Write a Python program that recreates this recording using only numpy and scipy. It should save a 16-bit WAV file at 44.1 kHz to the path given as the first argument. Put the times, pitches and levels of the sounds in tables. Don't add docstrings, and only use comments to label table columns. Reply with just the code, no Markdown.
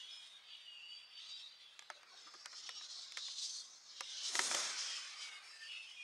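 import sys
import numpy as np
from scipy import signal
from scipy.fft import rfft, irfft, next_fast_len
from scipy.io import wavfile
from scipy.ndimage import uniform_filter1d, map_coordinates

SR = 44100
rng = np.random.default_rng(int(sys.argv[2]) if len(sys.argv) > 2 else 0)


def inscribe(sig):
    pcm = np.round(np.clip(np.atleast_2d(sig).T, -1, 1) * 32767)
    wavfile.write(sys.argv[1], SR, pcm.astype(np.int16))


N = 266231

# (time [s], level [dB], centre [Hz])
SWIRLS = [(0.0, -56, 3440), (0.33, -64, 3630), (0.53, -55.5, 3210), (0.85, -67, 2990), (1.16, -57, 3220),
          (1.35, -56.5, 4000), (1.7, -66, 3560), (2.0, -67.5, 4360), (2.24, -61, 3850), (2.48, -72.5, 3970),
          (2.7, -54.5, 3330), (2.9, -55, 4070), (3.45, -46.5, 4150), (3.6, -55.5, 4180), (3.8, -73.5, 4080),
          (4.0, -54.5, 3800), (4.25, -49, 3590), (4.45, -48.5, 4000), (4.8, -51.5, 3400),
          (4.97, -54.5, 3210), (5.27, -56.5, 3190), (5.5, -77.5, 2950), (5.7, -53, 2920), (6.04, -63, 3150)]
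# (frequency [Hz], level [dB])
SWIRL_COLOUR = [(1200, -40), (2100, -21.5), (2550, -13.5), (2900, -4.5), (3300, 0.5), (3900, -1.5),
                (4500, -11.5), (5300, -22), (7000, -26), (11000, -73)]
# (time [s], relative level [dB], treble lift [dB/octave])
HISS = [(0.0, -64, 7), (0.14, -65.5, 15), (0.34, -68.5, 17), (0.48, -74, 16), (1.08, -77.5, 22),
        (1.3, -63.5, 5), (1.62, -78, 20), (2.0, -75.5, 14), (2.2, -62, -4), (2.65, -55, -6),
        (3.3, -52, -2.5), (3.47, -44.5, 4), (3.62, -55.5, 4), (3.8, -63, -8.5), (4.2, -49.5, -2.5),
        (4.37, -40.5, 15), (4.55, -40, 12), (4.7, -45, 4.5), (4.82, -42.5, -1), (5.0, -50, 3),
        (5.2, -55, 5.5), (5.45, -64.5, 20), (6.04, -65.5, 7.5)]
# (frequency [Hz], level [dB])
HISS_COLOUR = [(2500, -58), (4200, -4), (5000, 3), (5600, 2), (6400, -0.5), (7200, -6), (7900, -10.5),
               (9200, -14), (10200, -24.5), (11500, -35), (13000, -44), (16000, -76)]
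# (time [s], half length [s], change [dB])
SURGES = [(0.423, 0.047, -8.5), (0.753, 0.022, 2), (0.923, .025, 4), (0.99, 0.037, 5.5),
          (1.093, 0.042, -6.5), (1.53, 0.037, -4.5), (1.966, 0.017, 4.5), (2.047, 0.041, -8),
          (2.213, 0.017, 2), (2.486, 0.044, -2), (2.585, .025, 4), (2.674, 0.0098, 4), (2.735, 0.01, -6),
          (2.835, 0.024, 1.5), (2.882, 0.014, -4.5), (2.924, 0.029, 5), (3.036, 0.018, 0.5),
          (3.12, 0.06, -8.5), (3.183, 0.018, 8), (3.345, 0.019, -4.5), (4.055, 0.041, -0.5),
          (4.271, 0.028, 2), (4.323, 0.011, -5), (4.75, 0.013, -4), (4.806, 0.025, 2.5), (5.136, 0.021, -4),
          (5.234, 0.024, 6), (5.41, 0.051, -5)]
# (time [s], level [dB], bass lift [dB/octave])
FAINT_RUSH = [(0.0, -65.5, 0), (0.8, -71.5, -4.5), (1.33, -65.5, -5.5), (1.65, -70.5, -4.5),
              (2.1, -66.5, 1.5), (2.8, -67.5, 2), (3.3, -69.5, 1), (3.75, -73, 3.5), (4.2, -79, -2.5),
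              (4.9, -70, -2.5), (5.3, -70, -2), (6.04, -70, -5)]
# (frequency [Hz], level [dB])
RUSH_COLOUR = [(30, -60), (100, -38), (180, -21.5), (350, -11.5), (600, -5.5), (850, -5), (1250, 2.5),
               (1700, 1.5), (2300, 3.5), (3300, -4), (5000, -2.5), (10000, -58)]
# (frequency [Hz], likeness [0 to 1])
GLIDER_LIKENESS = [(100, 0.99), (300, 1), (750, 0.81), (1300, 0.93), (2500, 0.93), (4000, .982), (6500, 1),
                   (9000, 1), (12000, 0.75)]
# (start [s], length [s], first pitch [Hz], glide [Hz], level [dB])
WHISTLES_AND_HUM = [(0.0, 0.29, 3346, -64.5, -57), (0.06, 0.23, 2410, 39, -68),
                    (0.066, 0.094, 3660, 66, -60), (0.105, 0.1, 5160, 0, -57.5), (0.2, 0.12, 5120, 11, -69),
                    (0.2, 0.23, 3730, -20, -63), (0.317, 0.067, 3700, -22, -57.5),
                    (0.419, 1.32, 4660, -10.5, -65.5), (0.46, 0.11, 4640, 22, -63.5),
                    (0.66, 0.15, 2898, -54, -55), (0.75, 0.15, 2717, 8, -59.5), (0.8, 0.17, 2870, 73, -55),
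                    (0.883, 0.11, 4640, 18, -55.5), (1.129, 0.097, 4610, -28, -58.5),
                    (1.259, 0.15, 4630, 152, -57.5), (1.3, 0.084, 3770, 86, -52),
                    (1.366, 0.064, 5300, 30, -61.5), (1.415, 0.073, 3830, -51, -55),
                    (1.448, 0.16, 4720, -40, -69.5), (1.606, 0.1, 3440, -100, -62.5),
                    (2.17, 0.21, 5130, 138, -66), (2.38, 0.063, 5430, 60, -62),
                    (2.49, 0.1, 5540, -160, -60.5), (2.662, 0.09, 5430, 32, -60),
                    (2.75, 0.062, 5550, 16, -53.5), (3.455, 0.13, 6230, -100, -53),
                    (3.447, 0.24, 3200, 41, -69.5), (3.616, 0.19, 6190, -39, -65),
                    (3.685, 0.16, 5560, -140, -72), (4.316, 0.24, 280, -36.5, -69),
                    (4.83, 0.14, 3254, -43, -52), (4.918, 0.15, 3060, 38, -58.5),
                    (4.891, 0.19, 5100, -69, -54.5), (5.16, 0.138, 4970, -200, -55.5),
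                    (5.2, 0.11, 2290, -43, -56.5), (5.28, 0.13, 2207, -45, -58.5),
                    (5.276, 0.15, 3730, -82, -62), (5.29, 0.11, 2840, 57, -62),
                    (5.433, 0.12, 5440, -25, -62.5), (5.46, 0.53, 5140, 50, -65),
                    (5.5, 0.15, 4880, -220, -62.5), (5.621, 0.079, 4630, -20, -59),
                    (5.493, 0.17, 1790, -17, -64.5), (5.587, 0.097, 1773, 34, -56.5),
                    (5.668, 0.16, 2897, 0, -54.5), (5.683, 0.2, 2650, 12, -54.5),
                    (5.88, 0.24, 3275, -32, -61), (5.962, 0.16, 2465, -65, -52)]
# (frequency [Hz], level [dB])
BREEZE_COLOUR = [(25, -25), (70, -7), (160, -2.5), (300, -5), (550, 3), (1100, 7.5), (2000, 4), (4000, -14),
                 (8000, -12), (12000, -17.5), (16000, -18.5)]
# (frequency [Hz], likeness [0 to 1])
BREEZE_LIKENESS = [(30, 0.47), (110, 1), (300, 0.61), (700, 0.65), (1500, 0.5), (4000, 0.2), (12000, 0.88)]
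# (frequency [Hz], left minus right [dB])
SKY_BALANCE = [(300, -.3), (800, 0.4), (1300, 1), (2300, -0.91), (3400, -0.6), (4800, .3), (7000, 0),
               (12000, 0.22)]
# (time [s], relative knock [dB], relative grit [dB], favoured pitch [Hz],
# left minus right [dB])
CLACKS = [(1.791, -50, -42, 2350, -3), (1.822, -58, -57, 1830, -1), (1.9, -42.5, -42, 1030, 0.5),
          (2.03, -57.5, -55.5, 1270, -1), (2.271, -64, -68, 1210, 2), (2.279, -66, -68, 1200, -5),
          (2.337, -58, -53, 1220, -3), (2.457, -49, -35, 1450, 1), (2.529, -52, -68, 1470, 3),
          (2.69, -44.5, -37.5, 1750, 1.5), (2.81, -52, -65, 2570, 4), (3.12, -58, -43.5, 2300, -3),
          (3.171, -39, -34.5, 2650, -1.5), (3.282, -56, -47, 1370, -1), (4.006, -41, -31, 1280, 0.5),
          (4.352, -34, -27.5, 1800, 4), (4.391, -28.5, -23, 1880, 1.5), (4.512, -37.5, -40, 1310, 4),
          (4.544, -35.5, -37, 2980, 8), (4.547, -42, -24.5, 553, 1.5)]
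# (base pitch [Hz], relative level [dB], time to fade by 60 dB [s])
STONE_TONES = [(371, -23.5, 0.18), (596, -9.5, 0.078), (817, -4.5, 0.028), (1034, -3.5, 0.034),
               (1281, -2.5, 0.04), (1570, -3.5, 0.021), (1950, 0.5, 0.024), (2220, 11.5, 0.006),
               (3354, 2, 0.018)]
# (frequency [Hz], level [dB])
GRIT_COLOUR = [(600, -52), (2000, 13.5), (3200, 10), (5000, 14), (8000, 7.5), (10500, -2), (13000, -15.5),
               (16000, -29)]
# (frequency [Hz], likeness [0 to 1])
GROUND_LIKENESS = [(200, 0.99), (450, 1), (850, 0.44), (1300, 0.74), (2200, 0.64), (3000, 0.69),
                   (5000, 0.96), (12000, 0.88)]
# (frequency [Hz], left minus right [dB])
GROUND_BALANCE = [(300, 0), (550, -3), (900, 3.5), (1200, 1.5), (1700, -2), (2300, -3), (3100, -5.5),
                  (5000, -2), (12000, 1)]
# (time [s], level [dB], length [s], centre [Hz])
SCUFFS = [(1.947, -68.5, 0.078, 580), (2.119, -66.5, 0.081, 750), (2.259, -72, 0.037, 306),
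          (2.267, -56.5, 0.044, 1244), (2.34, -52, 0.021, 1224), (2.343, -66, 0.042, 358),
          (2.451, -53.5, 0.046, 1460), (2.53, -55, 0.018, 1390), (4.292, -64.5, 0.032, 387),
          (4.312, -57.5, 0.18, 694), (4.348, -52, 0.036, 371), (4.387, -50, 0.039, 382),
          (4.546, -40.5, 0.018, 586), (4.547, -50, 0.031, 354), (4.694, -58, 0.016, 230),
          (4.696, -56, 0.026, 550)]
# (frequency [Hz], level [dB])
SCUFF_COLOUR = [(30, -24), (110, -20), (220, -12.5), (310, -2), (360, 13.5), (430, -3), (560, -2.5),
                (1000, -30), (3000, -52)]

SWIRL_HZ, SCUFF_HZ = 3600, 360
FRAME, HOP = 1024, 256
FRAME_S = np.arange(N // HOP + 5)[:, None] * HOP / SR
BIN_HZ = np.fft.rfftfreq(FRAME, 1 / SR)


def gain_of(db):
    return 10 ** (np.asarray(db) / 20)


def read(points, hz):
    known_hz, value = np.transpose(points)
    return np.interp(np.log(hz + 1), np.log(known_hz + 1), value)


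def follow(rows, t):
    times, *columns = np.transpose(rows)
    return [np.interp(t, times, column) for column in columns]


def add(mix, start, sound):
    part = mix[:, max(round(start * SR), 0):][:, :sound.shape[1]]
    part += sound[:, :part.shape[1]]


def evened(x):
    return x / np.sqrt(np.mean(x ** 2) + 1e-20)


def wander(count, hz, rate=SR):
    size = next_fast_len(count + int(rate))
    freqs = np.fft.rfftfreq(size, 1 / rate)
    spectrum = rfft(rng.standard_normal(size)) / (1 + (freqs / hz) ** 2)
    return evened(irfft(spectrum, size))[:count]


def ear_pair(shape, hz, likeness):
    a, b, c, d = rng.standard_normal((4, *shape))
    same = np.clip(read(likeness, hz), -1, 1)
    mid = (a + 1j * b) * np.sqrt(1 + same)
    side = (c + 1j * d) * np.sqrt(1 - same)
    return np.array([mid + side, mid - side])


def air(colour_db, level_db, likeness):
    colour = gain_of(colour_db)
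    colour = colour / np.sqrt(np.mean(colour ** 2, axis=-1, keepdims=True))
    spectra = ear_pair((len(FRAME_S), len(BIN_HZ)), BIN_HZ, likeness) * colour * gain_of(level_db)
    _, noise = signal.istft(spectra.swapaxes(1, 2), nperseg=FRAME, noverlap=FRAME - HOP)
    return noise[:, :N] * np.sqrt(3 / 2 / FRAME)


def surge(t):
    return sum(db * np.exp(-((t - time) / half) ** 2) for time, half, db in SURGES)


def low_rush(t, overhead_s=4.53, peak_db=-47, rise_db_per_s=39.5, fall_db_per_s=13):
    since = t - overhead_s
    faint_db, faint_bass = follow(FAINT_RUSH, t)
    wake_db = peak_db + np.minimum(rise_db_per_s * since, -fall_db_per_s * since)
    wake_bass = 6.5 * np.exp(-(since / 0.24) ** 2)
    return np.maximum(wake_db, faint_db), faint_bass + wake_bass


def streaks(centre_hz):
    field = rng.standard_normal((len(FRAME_S), 2 * len(BIN_HZ)))
    field = uniform_filter1d(field, size=16, axis=0)
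    field = evened(uniform_filter1d(field, size=3, axis=1))
    slide = (SWIRL_HZ / uniform_filter1d(centre_hz, size=60, axis=0)) ** 0.32
    frame, place = np.broadcast_arrays(np.arange(len(FRAME_S))[:, None], np.arange(len(BIN_HZ)) * slide)
    return map_coordinates(field, [frame, place], order=1, mode="nearest")


def glider(streak_db=4.5, flutter_db=1.5, smear_above_db=-50, widen_above_db=-56):
    swirl_db, centre_hz = follow(SWIRLS, FRAME_S)
    hiss_db, treble = follow(HISS, FRAME_S)
    swirl_db, hiss_db = swirl_db + surge(FRAME_S), hiss_db + surge(FRAME_S)
    rush_db, bass = low_rush(FRAME_S)
    peaks = streak_db * streaks(centre_hz) / np.sqrt(1 + gain_of(hiss_db - smear_above_db) ** 2)
    flutter = flutter_db * wander(len(FRAME_S), hz=20, rate=SR / HOP)[:, None]
    octave = np.log2(np.clip(BIN_HZ, 200, 11000))
    swirl_colour = read(SWIRL_COLOUR, BIN_HZ * SWIRL_HZ / centre_hz)
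    upper_side = np.clip(2 * (octave - np.log2(centre_hz)), 0, 1)
    swirl_colour += 10 * upper_side / (1 + gain_of(widen_above_db - hiss_db))
    hiss_colour = read(HISS_COLOUR, BIN_HZ) + treble * octave
    rush_colour = read(RUSH_COLOUR, BIN_HZ) - bass * octave
    swirls = air(swirl_colour + peaks, swirl_db + flutter, GLIDER_LIKENESS)
    hiss = air(hiss_colour + peaks, hiss_db - 1.5 + flutter, GLIDER_LIKENESS)
    rush = air(rush_colour + peaks, rush_db + flutter / 2, GLIDER_LIKENESS)
    return swirls + hiss + rush


def gliding_tone(length, pitch_hz, glide_hz, db, jitter=0.0055, shimmer_db=2.5):
    t = np.arange(0, length, 1 / SR)
    hz = pitch_hz + glide_hz * t / length
    shaken_hz = hz * (1 + jitter * wander(2 * SR, hz=110)[:len(t)])
    turns = np.cumsum(shaken_hz) / SR
    strength = evened(gain_of(shimmer_db * wander(2 * SR, hz=45)[:len(t)]))
    swell = abs(np.sin(np.pi * t / length)) ** 0.46
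    tone = np.sin(2 * np.pi * turns + np.array([[0.065], [-0.065]]))
    return gain_of(db) * strength * swell * evened(tone)


def breeze(level_db=-75):
    return air(read(BREEZE_COLOUR, BIN_HZ), level_db, BREEZE_LIKENESS)


def puff(colour, count):
    hz = np.fft.rfftfreq(count, 1 / SR)
    spectra = ear_pair(hz.shape, hz, GROUND_LIKENESS) * gain_of(read(colour, hz))
    return evened(irfft(spectra, count))


def clacks(knock_rise_s=0.00073, grit_rise_s=0.0017, grit_fade_s=0.01, scatter_fade_s=0.1):
    out, t = np.zeros((2, N)), np.arange(4096) / SR
    base_hz, tone_db, fade_s = np.transpose(STONE_TONES)[:, :, None]
    knock_rise = 1 - np.exp(-(t / knock_rise_s) ** 2)
    grit_rise = 1 - np.exp(-(t / grit_rise_s) ** 2)
    same = np.clip(read(GROUND_LIKENESS, base_hz), -1, 1)
    ear_phase = np.sqrt(1 - same) * np.array([0.6, -0.6])[:, None, None]
    for start, knock_db, grit_db, pitch_hz, pan_db in CLACKS:
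        hz = base_hz * rng.uniform(0.85, 1.03, base_hz.shape)
        weight_db = tone_db - 3.5 * np.log2(base_hz / pitch_hz) ** 2
        phase = 2 * np.pi * rng.random(base_hz.shape) + ear_phase * rng.choice([-1, 1], base_hz.shape)
        ring = (gain_of(weight_db - 60 * t / fade_s) * np.sin(2 * np.pi * hz * t + phase)).sum(1)
        ring /= np.sqrt(np.mean(ring[:, :SR // 200] ** 2))
        scatter = puff(RUSH_COLOUR, len(t)) * gain_of(-12 - 60 * t / scatter_fade_s)
        knock = knock_rise * gain_of(knock_db + 2.5) * (ring + scatter)
        grind = grit_rise * puff(GRIT_COLOUR, len(t)) * gain_of(grit_db + 9.5 - 60 * t / grit_fade_s)
        pan = gain_of([[pan_db / 2], [-pan_db / 2]])
        add(out, start + 0.00056, pan * (knock + grind))
    return signal.sosfilt(signal.butter(2, 260, "highpass", fs=SR, output="sos"), out)


def scuffs():
    out, t = np.zeros((2, N)), np.arange(SR // 4) / SR
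    for start, db, length, centre_hz in SCUFFS:
        age = 5 * t / length
        colour = np.array(SCUFF_COLOUR) * [centre_hz / SCUFF_HZ, 1]
        add(out, start, puff(colour, len(t)) * gain_of(db) * age * np.exp(1 - age))
    return out


def balanced(sound, balance):
    size = next_fast_len(N + 4096)
    lean_db = read(balance, np.fft.rfftfreq(size, 1 / SR))
    gain = gain_of([lean_db / 2, -lean_db / 2])
    return irfft(rfft(sound, size) * gain, size)[:, :N]


def scene():
    flight = glider()
    for start, length, pitch_hz, glide_hz, db in WHISTLES_AND_HUM:
        add(flight, start, gliding_tone(length, pitch_hz, glide_hz, db))
    sky = balanced(flight + breeze(), SKY_BALANCE)
    ground = balanced(clacks() + scuffs(), GROUND_BALANCE)
    return sky + ground


def record(dry, cutoff_hz=15800):
    lowpass = signal.firwin(511, cutoff_hz, window=("kaiser", 9), fs=SR)
    return signal.oaconvolve(dry, lowpass[None], "same")


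dry = scene()
out = record(dry)
inscribe(out)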